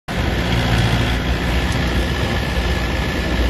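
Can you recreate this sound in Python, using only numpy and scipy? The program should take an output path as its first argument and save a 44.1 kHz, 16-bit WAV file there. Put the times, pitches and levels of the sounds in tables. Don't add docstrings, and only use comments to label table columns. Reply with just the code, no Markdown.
import sys
import numpy as np
from scipy import signal
from scipy.fft import rfft, irfft, next_fast_len
from scipy.io import wavfile
from scipy.ndimage import uniform_filter1d, map_coordinates

SR = 44100
rng = np.random.default_rng(int(sys.argv[2]) if len(sys.argv) > 2 else 0)


def ratio_of_db(decibels):
    return 10 ** (np.asarray(decibels, float) / 20)


def generate_wav(signal):
    frames = np.transpose(np.atleast_2d(signal))
    scaled = np.clip(frames, -1, 1) * 32767
    pcm = np.round(scaled).astype(np.int16)
    wavfile.write(sys.argv[1], SR, pcm)


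N = 153909

# time in seconds, firings per second.
ENGINE_SPEED = [(.1, 59.3), (.35, 60), (.5, 58.8), (.65, 57), (.9, 57.2), (1.1, 58.5), (1.25, 59),
                (1.45, 59.8), (1.6, 59.2), (1.9, 59), (2.2, 59.6), (2.7, 59.6), (3.49, 59.2)]
# time in seconds, load from 0 to 1, exhaust boom in dB, drum rumble in dB.
DRIVE_LOAD = [(.08, 0.1, -13, -10), (.18, 0.26, 0, 6), (.45, 0.37, -1.5, -1), (.55, 0.99, 1.5, -5),
              (1.08, 0.78, 3.5, -3.5), (1.2, 0.62, 1, 1.5), (1.5, 0.3, 1, -1), (1.75, 0.36, 0.5, 0),
              (2.1, 0.26, -4, 1), (2.45, 0, -9.5, -1), (2.65, 0, 2.5, 1), (3.05, 0.05, -7, 1),
              (3.4, 0.13, 3.5, 3)]
# time in seconds, level in dB.
CLATTER_LEVEL = [(0.09, -19.5), (0.28, -24.5), (0.75, -22), (1.13, -23.5), (1.18, -26.5), (1.55, -23.5),
                 (2.19, -25), (2.2, -23.5), (2.52, -25), (2.66, -24), (3.47, -25), (3.49, -25)]
# multiple of the firing rate, level at idle in dB, dB gained under full load.
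EXHAUST_TONES = [
    (.75, -39, -34),
    (1, -20.5, -3.5),
    (1.25, -29, -15),
    (2.0, -41.5, 21),
    (2.25, -37, -21),
    (3, -34, 7.5),
    (4.3, -39, 9),
    (6, -40, 3.5),
]
CYLINDER_KNOCK = [0, -3, -1, 2]
# pitch in Hz, width in Hz, level in dB, dB change as it draws away,
# dB gained under full load, strength of a clear tone beside the noise.
BLOCK_RINGS = [
    (1730, 175, -2.5, 3, -4, 1.7),
    (3307, 440, -7.5, -0.5, 8, 0.15),
    (2796, 440, -16.5, 0, 13, 0),
    (2055, 190, -12.5, 1, 7.5, 0.11),
    (4700, 1100, -19, -5, 10.5, 0),
]
# dB for the four cylinders, one row per ring above.
RING_CYLINDERS = [
    [2, -9, .5, 3.5],
    [2.5, -3, 1, 1.5],
    [0, 2, -2, 0],
    [2, -2, 0, 1],
    [2, -3, 0, 1],
]
# pitch in Hz, level in dB.
CLATTER_COLOUR = [(150, -1), (250, -6.5), (435, -8), (980, -11.5), (1130, -14.5), (1730, -9.5),
                  (2330, -13.5), (3330, -16), (7500, -31.5), (9750, -100), (16500, -120)]
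# pitch in Hz, level in dB.
HISS_COLOUR = [(3820, -57), (6500, -8), (7960, 4.5), (9130, 4.5), (10500, 5.5), (11300, 5.5), (13900, 2)]
# pitch in Hz, width in Hz, height in dB.
PANELS_NEAR = [(535, 43, 5), (614, 80, -2), (739, 99, 6.5), (1008, 97, 4), (1135, 42, -8), (1480, 88, 3.5),
               (2010, 67, 2.5), (3460, 110, 0)]
# pitch in Hz, width in Hz, height in dB.
PANELS_FAR = [(524, 54, 7), (580, 49, -7.5), (801, 30, 7), (1090, 320, 1.5), (1553, 68, -20),
              (2990, 150, 3), (5100, 310, 4)]
# pitch in Hz, level in dB.
RUMBLE_COLOUR = [(13, -35), (22, -35), (43, 1), (65, 7.5), (108, -3), (296, -7), (347, -5.5), (416, -16.5),
                 (500, -14), (650, -12.5), (1100, -120)]
# time in seconds, level in dB.
CRUSHED_STONES = [(0.384, -34), (.456, -56), (0.611, -36), (.714, -35), (0.783, -26.5), (0.842, -37),
                  (.924, -38), (1.722, -26), (1.875, -33), (2.027, -38), (2.101, -39), (2.18, -37),
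                  (2.29, -38)]
# pitch in Hz, level in dB.
STONE_COLOUR = [(800, -40), (2500, -3), (6000, 4.5), (8500, -4.5), (11000, 2), (14000, -27)]
# time in seconds, level in dB.
LOW_THUMPS = [(0.378, -23), (.719, -16), (.79, -15.5), (0.842, -18), (.929, -14), (1.69, -18), (1.745, -13),
              (1.8, -16), (2.092, -18), (2.229, -16), (2.845, -27)]
# time in seconds, pitch in Hz, level in dB.
PUMP_WHINE = [
    (.3, 1370, -59),
    (.6, 1371, -41),
    (.9, 1365, -42),
    (1.1, 1366, -44),
    (1.6, 1350, -45),
    (1.9, 1340, -62),
]
# pitch in Hz, readiness of a narrow band to drop, in spreads.
BAND_DROPOUT = [(1300, -2.6), (3500, -2.1), (4400, -1.8), (5200, -2.2), (5800, -1.5), (6500, -2),
                (7400, -1.6), (9800, -1.2), (11000, -1.5), (12400, -.9), (13400, -.3), (14100, .8)]
# pitch in Hz, readiness to drop, in spreads.
VALLEY_DROPOUT = [(7400, -3), (7700, -.4), (8300, .2), (8800, .8), (9150, 1.3), (9450, 1.9), (9750, -.1),
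                  (10200, -2), (10500, -9)]
# pitch in Hz, limit in dB relative to the sound around that pitch.
DETAIL_LIMIT = [(2500, -14.5), (6000, -4), (9000, -14), (14000, 3.5)]
# start in seconds, end in seconds.
THIN_STRETCHES = [(.2, .45), (.49, .54), (.65, .75), (.97, 1.0), (1.2, 1.31), (1.36, 1.44), (1.51, 1.61),
                  (1.75, 1.9), (1.95, 1.99), (2.12, 2.22), (2.33, 2.45), (2.66, 2.7), (2.78, 2.88),
                  (2.9, 3.0), (3.02, 3.21), (3.23, 3.29), (3.32, 3.46)]


def seconds():
    return np.arange(N) / SR


def unit(x):
    return x / np.sqrt(np.mean(x ** 2) + 1e-20)


def curves(rows):
    s, *cols = np.transpose(rows)
    return [np.interp(seconds(), s, c) for c in cols]


def wobble(rate):
    knots = rng.standard_normal(int(N * 40 / SR) + 4)
    return map_coordinates(knots, [np.arange(N) * min(rate, 40) / SR])


def filtered(x, response):
    m = next_fast_len(N + SR // 2)
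    return irfft(rfft(x, m) * response(np.fft.rfftfreq(m, 1 / SR)), m)[:N]


def colour(points):
    f, v = np.transpose(points)
    return lambda hz: ratio_of_db(np.interp(np.log(hz + 1), np.log(f + 1), v))


def bumps(rows):
    return lambda hz: ratio_of_db(sum(db / (1 + (2 * (hz - c) / w) ** 2) for c, w, db in rows))


def noise(patchy_db):
    z = signal.stft(rng.standard_normal(N + 512), nperseg=512)[2]
    field = uniform_filter1d(rng.standard_normal(z.shape), size=5, axis=0)
    field = uniform_filter1d(field, size=10, axis=1)
    return signal.istft(z * ratio_of_db(patchy_db * unit(field)), nperseg=512)[1][:N]


def pump():
    hz, db = curves(PUMP_WHINE)
    turns = np.cumsum(hz + 14 * wobble(30)) / SR
    return ratio_of_db(db + 3.5 * wobble(22)) * np.sin(2 * np.pi * turns)


def drum_rumble():
    level_db = -23 + curves(DRIVE_LOAD)[2] + 0.44 * wobble(5.8)
    return ratio_of_db(level_db) * unit(filtered(noise(1.8), colour(RUMBLE_COLOUR)))


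def stones():
    rise_s, fade_s = .0012, .009
    t = seconds()
    bursts = sum(ratio_of_db(db) * np.exp(-np.abs(t - s) / np.where(t > s, fade_s, rise_s)) for s, db in CRUSHED_STONES)
    grain_db = 1.3 * np.repeat(rng.standard_normal(N // 64 + 1), 64)[:N]
    grains = rng.standard_normal(N) * ratio_of_db(grain_db)
    return bursts * unit(filtered(grains, colour(STONE_COLOUR)))


def thumps():
    pitch_hz, peak_s = 115, .006
    drops = np.array(LOW_THUMPS)
    t = np.clip(seconds() - drops[:, :1], 0, None)
    swell = t / peak_s * np.exp(1 - t / peak_s)
    return np.sum(ratio_of_db(drops[:, 1:]) * np.sin(2 * np.pi * pitch_hz * t) * swell, axis=0)


def firings():
    rate = curves(ENGINE_SPEED)[0] * (1 + 0.0012 * wobble(6))
    return np.cumsum(rate) / SR + 3.95


def exhaust(count):
    load, boom_db, _ = curves(DRIVE_LOAD)
    count = count - .65
    tones = []
    for k, db, gain_db in EXHAUST_TONES:
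        level = ratio_of_db(db + gain_db * load + 1.1 * wobble(8.73))
        drift = .2 * np.sqrt(k) * wobble(9.7)
        tones.append(level * np.sin(2 * np.pi * k * count + drift))
    bark = 1 + .3 * np.cos(np.pi / 2 * count + 3.1)
    return -np.sqrt(2) * (ratio_of_db(boom_db) * sum(tones[:3]) + bark * sum(tones[3:]))


def knock(count, decay_s, pattern_db):
    rise_s, scatter_db = .0015, 1.2
    k = count.astype(int)
    size_db = np.array(pattern_db)[k % 4] + scatter_db * rng.standard_normal(N // 400)[k]
    t = (count - k) / curves(ENGINE_SPEED)[0]
    return unit(ratio_of_db(size_db) * np.exp(-t / decay_s) * (1 - np.exp(-t / rise_s)))


def distance():
    middle_s, lasts_s = 1.6, 0.7
    return np.clip((seconds() - middle_s) / lasts_s + .5, 0, 1)


def panel_rattle(count):
    share = 0.23
    pulses = share * knock(count, 0.008, CYLINDER_KNOCK) + 1 - share
    body = unit(filtered(noise(0.99) * pulses, colour(CLATTER_COLOUR)))
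    away = distance()
    return (1 - away) * filtered(body, bumps(PANELS_NEAR)) + away * filtered(body, bumps(PANELS_FAR))


def engine_hiss(count):
    pulses = 0.15 * knock(count, .004, CYLINDER_KNOCK) + 0.68
    return unit(filtered(noise(0.74) * pulses, colour(HISS_COLOUR))) * ratio_of_db(1.3 * wobble(12))


def block_ring(count):
    load, away = curves(DRIVE_LOAD)[0], distance()
    total = 0
    for (c, w, db, away_db, load_db, clear), pattern in zip(BLOCK_RINGS, RING_CYLINDERS):
        tone = np.cos(2 * np.pi * c * seconds() + 2.44 * wobble(30))
        struck = (noise(0.64) + clear * tone) * knock(count, 0.0059, pattern)
        ring = filtered(struck, lambda f: (1j * f * w / (c * c - f * f + 1j * f * w)) ** 2)
        total = total + ratio_of_db(db + away_db * away + load_db * load) * unit(ring)
    return total


def clatter(count):
    level = ratio_of_db(curves(CLATTER_LEVEL)[0] + 0.13 * wobble(14))
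    return level * (1.076 * panel_rattle(count) + ratio_of_db(-10) * block_ring(count) + ratio_of_db(-19) * engine_hiss(count))


def scene():
    count = firings()
    ground = drum_rumble() + stones() + thumps()
    return (pump() + ground + exhaust(count) + clatter(count))[None]


def thinned(x):
    hz, s, z = signal.stft(x, SR, nperseg=2048)
    frames = z.shape[1]
    band = np.arange(len(hz)) // 8
    luck = rng.standard_normal((band[-1] + 1, frames))
    luck = unit(uniform_filter1d(luck, size=3, axis=1))[band]
    loud = np.log(np.mean(np.abs(z[(hz > 4000) & (hz < 7500)]) ** 2, axis=0) + 1e-12)
    loud = np.clip((loud - np.median(loud)) / .3, -2, 3)
    thin = sum((s > a) & (s < b) for a, b in THIN_STRETCHES)
    thin = np.convolve(thin, [.2, .6, .2], 'same')
    ragged = rng.standard_normal((band[-1] // 2 + 1, frames))
    ragged = unit(uniform_filter1d(ragged, size=4, axis=1))[band // 2]
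    block = 1.3 - 2.1 * thin + .25 * rng.standard_normal(frames) + .2 * loud + .5 * ragged

    def level(rows):
        return np.interp(hz, *np.transpose(rows), left=-99, right=rows[-1][1])[:, None]

    local = np.sqrt(np.abs(uniform_filter1d(np.abs(z) ** 2, size=24, axis=0)))
    detailed = np.abs(z) > local * ratio_of_db(level(DETAIL_LIMIT))
    keep = (luck > level(BAND_DROPOUT)) & (block > level(VALLEY_DROPOUT)) & detailed
    return signal.istft(z * keep, SR, nperseg=2048)[1][:N]


def low_pass(x):
    return signal.sosfilt(signal.butter(12, 14030, fs=SR, output="sos"), x)


def record(dry):
    low_cut_hz, top_hz = 33.7, 14150
    start_s, rise_s, dip_db, settle_s = 0.079, 0.0053, -6.5, 0.14
    banded = filtered(dry[0], lambda hz: (hz < top_hz) * hz ** 2 / (hz ** 2 + low_cut_hz ** 2))
    t = np.clip(seconds() - start_s, 0, None)
    opening = np.clip(t / rise_s, 0, 1) ** 2 * ratio_of_db(dip_db * np.exp(-t / settle_s))
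    mix = thinned(banded) * opening
    return low_pass(mix[None])


dry = scene()
out = record(dry)
generate_wav(out)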